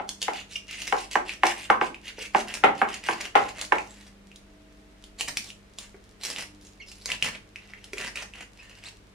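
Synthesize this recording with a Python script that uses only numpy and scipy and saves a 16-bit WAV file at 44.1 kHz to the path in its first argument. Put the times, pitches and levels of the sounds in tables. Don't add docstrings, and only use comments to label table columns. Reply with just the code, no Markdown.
import sys
import numpy as np
from scipy import signal
from scipy.fft import rfft, irfft, next_fast_len
from scipy.io import wavfile
from scipy.ndimage import uniform_filter1d, minimum_filter1d, map_coordinates

SR = 44100
rng = np.random.default_rng(int(sys.argv[2]) if len(sys.argv) > 2 else 0)


def digitize_waveform(pressure):
    field = np.atleast_2d(pressure).T
    bounded = np.clip(field, -1, 1)
    quanta = np.round(bounded * 32767).astype(np.int16)
    wavfile.write(sys.argv[1], SR, quanta)


N = 403074


def amp(db):
    return 10 ** (np.asarray(db) / 20)


def unit(x):
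    return x / np.sqrt(np.mean(x ** 2) + 1e-20)


def along(points, hz):
    f, v = np.transpose(points)
    return np.interp(np.log(hz + 1), np.log(f + 1), v)


def wobble(knots_per_s):
    knots = rng.standard_normal(int(N * knots_per_s / SR) + 4)
    return map_coordinates(knots, [np.arange(N) * knots_per_s / SR], order=1)


def add(track, start_s, sound):
    i = max(round(start_s * SR), 0)
    part = track[..., i:i + sound.shape[-1]]
    part += sound[..., :part.shape[-1]]


def filtered(x, response):
    size = x.shape[-1]
    m = next_fast_len(size + 4096)
    return irfft(rfft(x, m) * response(np.fft.rfftfreq(m, 1 / SR)), m)[..., :size]


def coloured(x, spectrum, size=4096):
    cepstrum = irfft(np.log(amp(along(spectrum, np.fft.rfftfreq(size, 1 / SR)))))
    cepstrum[1:size // 2] *= 2
    cepstrum[size // 2 + 1:] = 0
    kernel = irfft(np.exp(rfft(cepstrum)))
    return signal.fftconvolve(x, kernel / np.linalg.norm(kernel))[:len(x)]


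def close_pair(x, apart_hz=650):
    def turn(f):
        return np.pi / 4 * np.clip(f / apart_hz, .4, 1)

    mid, side = filtered(x, lambda f: np.array([np.cos(turn(f)), np.sin(turn(f))]))
    return np.array([mid + side, mid - side])


def crackle(slips_per_s, spread_db, smooth):
    sizes = amp(spread_db * np.minimum(rng.exponential(size=N), 3))
    slips = (rng.random(N) < slips_per_s / SR) * sizes * rng.choice([-1, 1], N)
    return unit(unit(slips) + smooth * rng.standard_normal(N))


def flicks(flicks_per_s, hz, pitch_spread, cycles, spread_db, count=9000):
    t = np.arange(256) / SR
    place, keep, size = rng.random((3, count, 1))
    pitch_hz = hz * np.exp(pitch_spread * rng.standard_normal((count, 1)))
    kept = keep < flicks_per_s * N / SR / count
    gain = kept * amp(spread_db * np.minimum(-np.log(size), 3))
    age = pitch_hz * t / cycles
    waves = gain * age * np.exp(-age) * np.sin(2 * np.pi * pitch_hz * t)
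    samples = (place * N).astype(int) + np.arange(256)
    return unit(np.bincount(samples.ravel(), waves.ravel(), N + 256)[:N])


def patchy(x, depth_db):
    z = signal.stft(x, nperseg=256)[2]
    field = uniform_filter1d(rng.standard_normal(z.shape), size=5, axis=0)
    field = uniform_filter1d(field, size=9, axis=1)
    return unit(signal.istft(z * amp(depth_db * unit(field)), nperseg=256)[1][:N])


# (start [s], end [s], relative force [dB], edge hiss over scale rattle, relative [dB])
KNIFE_STROKES = [(0.223, 0.3, -45, -10), (0.334, 0.413, -39.5, -9), (0.499, .57, -50, 1.5),
                 (.68, 0.923, -42.5, -6), (.955, 1.05, -44.5, -4.5), (1.112, 1.143, -38.5, 0),
                 (1.256, 1.34, -41.5, -9.5), (1.432, 1.523, -34, -9), (1.562, 1.66, -40.5, -6),
                 (1.813, 1.87, -42.5, -6), (2.043, 2.11, -40.5, -6.5), (2.176, 2.26, -39, -6.5),
                 (2.349, 2.415, -37.5, -6), (2.473, 2.573, -41, -4.5), (2.755, 2.821, -45, -5.5),
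                 (2.884, 2.981, -39, -9), (3.035, 3.135, -36.5, -7), (3.172, 3.273, -39, -8.5),
                 (3.368, 3.51, -44, -6), (3.559, 3.641, -42.5, -4.5), (3.725, 4.088, -60.5, 2),
                 (5.185, 5.209, -46.5, 4), (5.209, 5.225, -37, 2.5), (5.278, 5.292, -35, -0.5),
                 (5.434, 5.509, -57.5, 8.5), (5.783, 5.863, -55, 1), (6.215, 6.336, -43, 3),
                 (6.359, 6.436, -40, -2), (6.61, 6.689, -67, 11.5), (6.865, 7.052, -65, 7),
                 (7.086, 7.15, -35.5, -10.5), (7.225, 7.287, -34.5, -8), (7.33, 7.369, -43.5, -15.5),
                 (7.558, 7.904, -58.5, -9.5), (7.975, 8.082, -38.5, -7.5), (8.158, 8.231, -36.5, -7),
                 (8.343, 8.432, -48, -9), (8.56, 8.804, -57, -5.5), (8.828, 8.888, -46, -6.5)]
# (time [s], relative level over force [dB])
FISH_BODY_LEVEL = [(0, -16), (2.2, -16), (2.45, -4.5), (2.9, -10.5), (3.6, -3), (5.2, -5), (7.2, -8),
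                   (9, -6.5)]
# (frequency [Hz], relative density [dB per Hz])
RATTLE_SPECTRUM = [(700, -41.5), (1400, -27.5), (1950, -2), (2350, -7), (2800, 4.5), (3400, -11.5),
                   (5000, -17.5), (9000, -77)]
# (frequency [Hz], relative density [dB per Hz])
HISS_SPECTRUM = [(700, -19), (1400, -10.5), (2200, -6), (3800, 3), (5500, 3), (7600, 0), (8400, -3),
                 (10000, -3), (11700, -12.5), (15000, -19), (16500, -33)]
# (frequency [Hz], relative density [dB per Hz])
BODY_SPECTRUM = [(60, -26.5), (150, -8.5), (350, -9), (600, -5.5), (1300, -7), (2000, 0.5), (3500, -38.5)]


def scrapes(rise_share=0.16, fall_s=0.0048, rattle_db=-6.0, hiss_db=-3.5, body_db=-1):
    t = np.arange(N) / SR
    force = np.zeros((3, N))
    for start, end, force_db, edge_db in KNIFE_STROKES:
        levels_db = force_db + np.array([0, edge_db, np.interp(start, *np.transpose(FISH_BODY_LEVEL))])
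        rise_s = rise_share * min(end - start, .08)
        press = .5 + .5 * np.tanh((t - start) / rise_s)
        release = np.exp(-np.maximum(t - end, 0) / fall_s)
        force += amp(levels_db)[:, None] * press * release
    force *= amp(3 * wobble(knots_per_s=90) + .8)

    scales = flicks(flicks_per_s=850, hz=2600, pitch_spread=.19, cycles=1.2, spread_db=4)
    rattle = force[0] * unit(scales + coloured(rng.standard_normal(N), RATTLE_SPECTRUM))
    slips = crackle(slips_per_s=520, spread_db=6.5, smooth=.5)
    hiss = force[1] * patchy(coloured(slips, HISS_SPECTRUM), depth_db=4)
    body = coloured(force[2] * slips, BODY_SPECTRUM)
    return amp(rattle_db) * rattle + amp(hiss_db) * hiss + amp(body_db) * body


SMALL_PER_S, SMALL_HZ, SMALL_PITCH_SPREAD = 22, 2580, 0.061
SMALL_POP_DB, SMALL_CRACK_DB, SMALL_SCATTER_DB = 1.5, 3, 2.5


def small_snaps(count=12):
    rows = []
    for start, end, force_db, hiss_db in KNIFE_STROKES:
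        times = start + (np.arange(count) + rng.random(count)) / SMALL_PER_S
        for s, (pitch, size, tear) in zip(times, rng.standard_normal((count, 3))):
            if s < end:
                hz = SMALL_HZ * np.exp(SMALL_PITCH_SPREAD * pitch)
                pop_db = force_db + SMALL_POP_DB + SMALL_SCATTER_DB * size
                crack_over_db = hiss_db + SMALL_CRACK_DB - SMALL_POP_DB + SMALL_SCATTER_DB * tear
                rows.append((s, hz, pop_db, crack_over_db))
    return rows


# (time [s], pitch [Hz], relative pop level [dB], relative crack over pop [dB])
LARGE_SNAPS = [(.092, 3370, -30.5, 0), (.218, 3100, -39.5, 9.5), (.228, 2970, -26, -4),
               (0.563, 2710, -29, -17), (.82, 2850, -33.5, -2.5), (.878, 2150, -32, -1.5),
               (1.295, 2440, -26, -19.5), (1.468, 2330, -28, 2), (1.946, 2570, -34.5, -19),
               (2.541, 2500, -30.5, -1.5), (2.943, 2620, -36.5, -7.5), (3.21, 2180, -31, -5),
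               (3.614, 2830, -32, 2), (3.65, 2360, -51, 13.5), (3.785, 2420, -27.5, -17),
               (4.317, 2650, -47, -13.5), (4.36, 3440, -48.5, 1.5), (5.041, 3250, -44, -3.5),
               (5.21, 2830, -24.5, -2.5), (5.286, 2070, -32.5, -3.5), (5.372, 2450, -24.5, -1.5),
               (5.504, 2860, -37.5, -9), (5.787, 3100, -38, 2.5), (6.251, 2620, -37.5, 4.5),
               (6.363, 2860, -29.5, -13), (6.917, 2630, -46, 1), (7.059, 2030, -42.5, 12.5),
               (7.103, 2050, -27, -10), (7.119, 2740, -21, -12.5), (7.226, 2800, -16, -12.5),
               (7.245, 2730, -30, -3), (7.56, 2450, -33.5, -16.5), (7.737, 2070, -37, -22),
               (7.843, 2830, -45, 1), (7.934, 2310, -33, -4.5), (7.983, 2370, -31, -7),
               (8.174, 2550, -28.5, -21), (8.338, 2690, -39, -17.5)]


def snaps(crack_t60_s=0.015, crack_rise_s=0.00047, pop_gain_db=10, crack_gain_db=7,
          peel_gain_db=-17, peel_s=0.0086, flesh_db=-13):
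    t = np.arange(SR // 25) / SR
    pops, tearing = np.zeros(N), np.zeros(N)
    for s, hz, pop_db, crack_over_db in LARGE_SNAPS + small_snaps():
        crack_db = pop_db + crack_over_db
        age = hz * t / 1.15
        pop = 2 * age * np.exp(-age) * np.sin(2 * np.pi * hz * t)
        add(pops, s - .0011, amp(pop_db + pop_gain_db) * pop)
        crack = amp(crack_db + crack_gain_db - 60 * t / crack_t60_s) * (1 - np.exp(-t / crack_rise_s))
        add(tearing, s - .001, crack)
        peel = amp(crack_db + peel_gain_db) * np.exp(-np.abs(t - t.mean()) / peel_s)
        add(tearing, s - t.mean(), peel)
    tear = tearing * rng.standard_normal(N)
    flesh = coloured(tear, BODY_SPECTRUM)
    return pops + coloured(tear, HISS_SPECTRUM) + amp(flesh_db) * flesh


# (frequency [Hz], width [Hz], relative level [dB])
KNOCK_RESONANCES = [(219.2, 30.4, -20.5), (349.4, 51, -10.5), (508, 77, -8.5), (554, 180, -15.5),
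                    (790, 224, -0.5), (995, 210, -3.5), (1194, 37, 0), (1556, 48, -5), (1840, 100, -11.5),
                    (2217, 77, -15), (2710, 510, -21.5)]


def knock_tone(f, spot):
    total = 0
    for k, (centre, width, db) in enumerate(KNOCK_RESONANCES):
        band = 1j * f * width / (centre * centre - f * f + 1j * f * width)
        total = total + (-1) ** k * spot[k] * amp(db) * band
    return total


def ring(modes, t, phases, scatter_db):
    hz, db, t60_s = np.transpose(modes)[..., None]
    level_db = db + scatter_db * rng.standard_normal(db.shape) - 60 * t / t60_s
    return np.sum(amp(level_db) * np.sin(2 * np.pi * hz * t + phases), axis=-2)


# (time [s], relative blow level [dB], relative level of its hard part [dB])
TABLE_KNOCKS = [(0.0, -18, -15), (0.283, -12.5, -9), (0.926, -10, 0.5), (1.156, -7.5, -1), (1.435, -6, 1),
                (1.702, -2, -5.5), (1.814, -6.5, -13.5), (2.349, -2.5, -13.5), (2.639, -1, -4.5),
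                (2.817, -3, -15.5), (3.088, -8, -9.5), (3.355, -2, -3.5), (3.723, -3.5, -6)]
# (frequency [Hz], relative level [dB], t60 [s])
TABLE_MODES = [(218, -15, .3), (345, -9, .25), (402, -9, .25), (441, -10, .2), (567, -8, .26),
               (641, -4, .21), (746, -3, .25), (797, -2, .22), (850, 3, .22), (933, 1, .23), (1002, -2, .2),
               (1168, -6, .18), (1249, -8, .2), (1490, -7, .2), (1560, -6, .17), (1819, -8, .19),
               (1900, -9, .17), (2018, -10, .2), (2160, -10, .18), (2482, -16, .2), (2713, -14, .17)]
# (frequency [Hz], relative density [dB per Hz])
DENSE_MODES = [(120, -27), (230, -8), (340, -1.5), (550, -3), (850, 2.5), (1300, -4.5), (1600, -4.5),
               (2400, -11.5), (3200, -26), (6000, -50), (16000, -70)]


def knocks(travel=.115, contact_db=3.5, wave_db=0, split_hz=1200, soft_hz=2800, ring_rise_s=0.0028,
           hard_share=.7, lead_s=0.001296, spot_db=3.5, dense_db=-16.5, dense_t60_s=.16):
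    t = np.arange(SR // 2) / SR

    def lows(f):
        return 1 / (1 + 1j * f / split_hz)

    def bending(f):
        return np.exp(-4j * np.pi * travel * np.sqrt(f))

    def soft(f):
        return 1 / (1 + 1j * f / soft_hz - (f / soft_hz) ** 2) ** 2

    def paths(f):
        return amp(contact_db) * (1 - lows(f)) ** 2 + amp(wave_db) * lows(f) ** 2 * bending(f)

    hz = np.transpose(TABLE_MODES)[0][:, None]
    apart = rng.uniform(-1.8, 1, (2,) + hz.shape) * np.minimum(hz / 550, np.pi)
    phases = rng.uniform(0, 2 * np.pi, hz.shape) + apart
    usual_db = np.mean([row[2] for row in TABLE_KNOCKS])
    rise = 1 - np.exp(-t / ring_rise_s)
    track = np.zeros((2, N))
    for s, blow_db, hard_db in TABLE_KNOCKS:
        spot = amp(spot_db * rng.standard_normal((len(KNOCK_RESONANCES), 2, 1)))
        left, right = filtered(1. * (t == 0), lambda f: knock_tone(f, spot) * paths(f) * soft(f))
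        blow = unit(np.array([np.roll(left, 2), right])) / 20
        rings = amp(-33) * ring(TABLE_MODES, t, phases, scatter_db=2.5) * rise
        noise = rng.standard_normal((2, len(t)))
        dense = unit(close_pair(filtered(noise, lambda f: amp(along(DENSE_MODES, f)))))
        rings = rings + amp(dense_db - 60 * t / dense_t60_s) * rise * dense

        def hardness(f):
            return amp(hard_share * (hard_db - usual_db) * f * f / (f * f + 1200 ** 2))

        add(track, s - lead_s, amp(blow_db - 0.97) * filtered(blow + rings, hardness))
    return track


def crunches(lead_db=-29, lead_s=.004, crunch_db=-28, crunch_s=0.0054):
    t = np.arange(N) / SR
    skin, crush = np.zeros((2, N))
    for s, blow_db, hard_db in TABLE_KNOCKS:
        away_s = np.abs(t - s)
        skin += amp(blow_db + lead_db) * np.exp(-away_s / lead_s)
        crush += amp(blow_db + hard_db + crunch_db) * (t > s) * np.exp(-away_s / crunch_s)
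    skin_noise = coloured(skin * rng.standard_normal(N), BODY_SPECTRUM)
    return skin_noise + coloured(crush * rng.standard_normal(N), HISS_SPECTRUM)


# (start [s], end [s], from pitch
# [Hz], to pitch [Hz], relative level [dB])
BLADE_SQUEAKS = [(0.555, 0.564, 2900, 2700, -28), (6.798, 6.818, 2180, 2116, -44),
                 (6.809, 6.841, 3240, 2530, -48.5), (6.866, 6.908, 5370, 5000, -51.5),
                 (8.585, 8.615, 2283, 2860, -50), (8.671, 8.686, 1850, 1680, -58),
                 (8.705, 8.72, 2830, 2530, -52.5), (8.849, 8.877, 3370, 4850, -44.5)]


def squeaks(overtone_db=-11):
    track = np.zeros(N)
    for start, end, from_hz, to_hz, db in BLADE_SQUEAKS:
        size = max(round((end - start) * SR), 64)
        roughness = 1 + .055 * wobble(knots_per_s=1500)[:size]
        pitch_hz = np.geomspace(from_hz, to_hz, size) * roughness
        phase = 2 * np.pi * np.cumsum(pitch_hz) / SR
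        tone = sum(amp(k * overtone_db) * np.sin((k + 1) * phase)
                   for k in range(3) if (k + 1) * from_hz < 7000)
        add(track, start, amp(db) * unit(tone) * np.sin(np.linspace(0, np.pi, size)))
    return track


# (time [s], pitch [Hz], relative level [dB])
FISH_BUMPS = [(2.183, 488, -33.5), (5.282, 170, -47.5), (5.943, 399, -41.5), (7.226, 151, -36.5),
              (7.933, 396, -35), (8.0, 420, -41.5)]


def bumps(t60_s=0.025, rise_s=0.0026, squish=0.38):
    t, track = np.arange(SR // 5) / SR, np.zeros(N)
    for s, hz, db in FISH_BUMPS:
        flesh = np.sin(2 * np.pi * hz * t) + squish * coloured(rng.standard_normal(len(t)), BODY_SPECTRUM)
        add(track, s, amp(db + 9 - 60 * t / t60_s) * (1 - np.exp(-t / rise_s)) * flesh)
    return track


def wet_ticks():
    return amp(-75) * coloured(crackle(slips_per_s=22, spread_db=4, smooth=0), HISS_SPECTRUM)


# (frequency [Hz], t60 [s])
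ROOM_DECAY = [(150, 0.64), (400, 0.28), (1000, 0.3), (2800, 0.23), (7000, .28), (15000, 0.22)]


def kitchen(x, build_s=0.00119, count=30):
    out = np.zeros((2, N))
    edges = np.linspace(0, N, count + 1).astype(int)
    for a, b in zip(edges, edges[1:]):
        hz, t, z = signal.stft(rng.standard_normal((2, SR // 2)), SR, nperseg=256)
        decay = amp(-60 * t / along(ROOM_DECAY, hz)[:, None])
        tail = signal.istft(z * decay, SR, nperseg=256)[1]
        tail *= 1 - np.exp(-np.arange(tail.shape[1]) / SR / build_s)
        add(out, a / SR, signal.fftconvolve(x[None, a:b], tail / np.linalg.norm(tail[0]), axes=1))
    return close_pair(out)


# (frequency [Hz], relative density [dB per Hz])
FLOOR_SPECTRUM = [(12, -35), (20, -25.5), (101, -15.5), (163, -15.5), (204, -11), (228, -15), (301, -17),
                  (367, -15), (459, -14), (513, -19), (624, -20.5), (849, -23), (2260, -25), (16000, -44.5)]
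# (frequency [Hz], relative density [dB per Hz])
DRONE_SPECTRUM = [(15, -37.5), (28, 9.5), (40, 4.5), (51, -8), (66, 11), (150, -69.5)]
# (frequency [Hz], level before wavering and fade [dB])
HUM_LINES = [(49.5, -60), (100.3, -65), (199.6, -62), (300.8, -66), (641, -73)]


def background(floor_db=-57, rumble_db=-63, fade_db_per_s=0.67):
    t = np.arange(N) / SR

    def noise(spectrum):
        white = rng.standard_normal((2, N))
        return unit(close_pair(filtered(white, lambda f: amp(along(spectrum, f)))))

    fade_db = fade_db_per_s * (t.mean() - t)
    hum = np.zeros(N)
    for hz, db in HUM_LINES:
        level_db = db + 3.2 * wobble(knots_per_s=3.5) + fade_db * (hz > 150)
        phase = 2 * np.pi * hz * t + 1.4 * wobble(knots_per_s=4.2)
        hum += np.sqrt(2) * amp(level_db) * np.sin(phase)
    floor = filtered(noise(FLOOR_SPECTRUM), lambda f: 1 / (1 + (f / 13500) ** 8))
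    return amp(floor_db) * floor + amp(rumble_db) * noise(DRONE_SPECTRUM) + hum


def scene():
    fish = scrapes() + snaps() + squeaks() + bumps() + crunches() + wet_ticks()
    table = knocks()
    near = np.array([np.roll(fish, 1), fish])
    sources = amp(1.5) * near + kitchen(fish) + table + amp(-2.5) * kitchen(table[0])
    return sources * amp([[-.4], [.4]]) + background()


TOP_HZ = 16000


def record(dry):
    needed = np.minimum(1, 1 / (np.abs(dry).max(axis=0) + 1e-9))
    gain = uniform_filter1d(minimum_filter1d(needed, size=129), size=129)
    return filtered(dry * gain, lambda hz: hz < TOP_HZ)


dry = scene()
out = record(dry)
digitize_waveform(out)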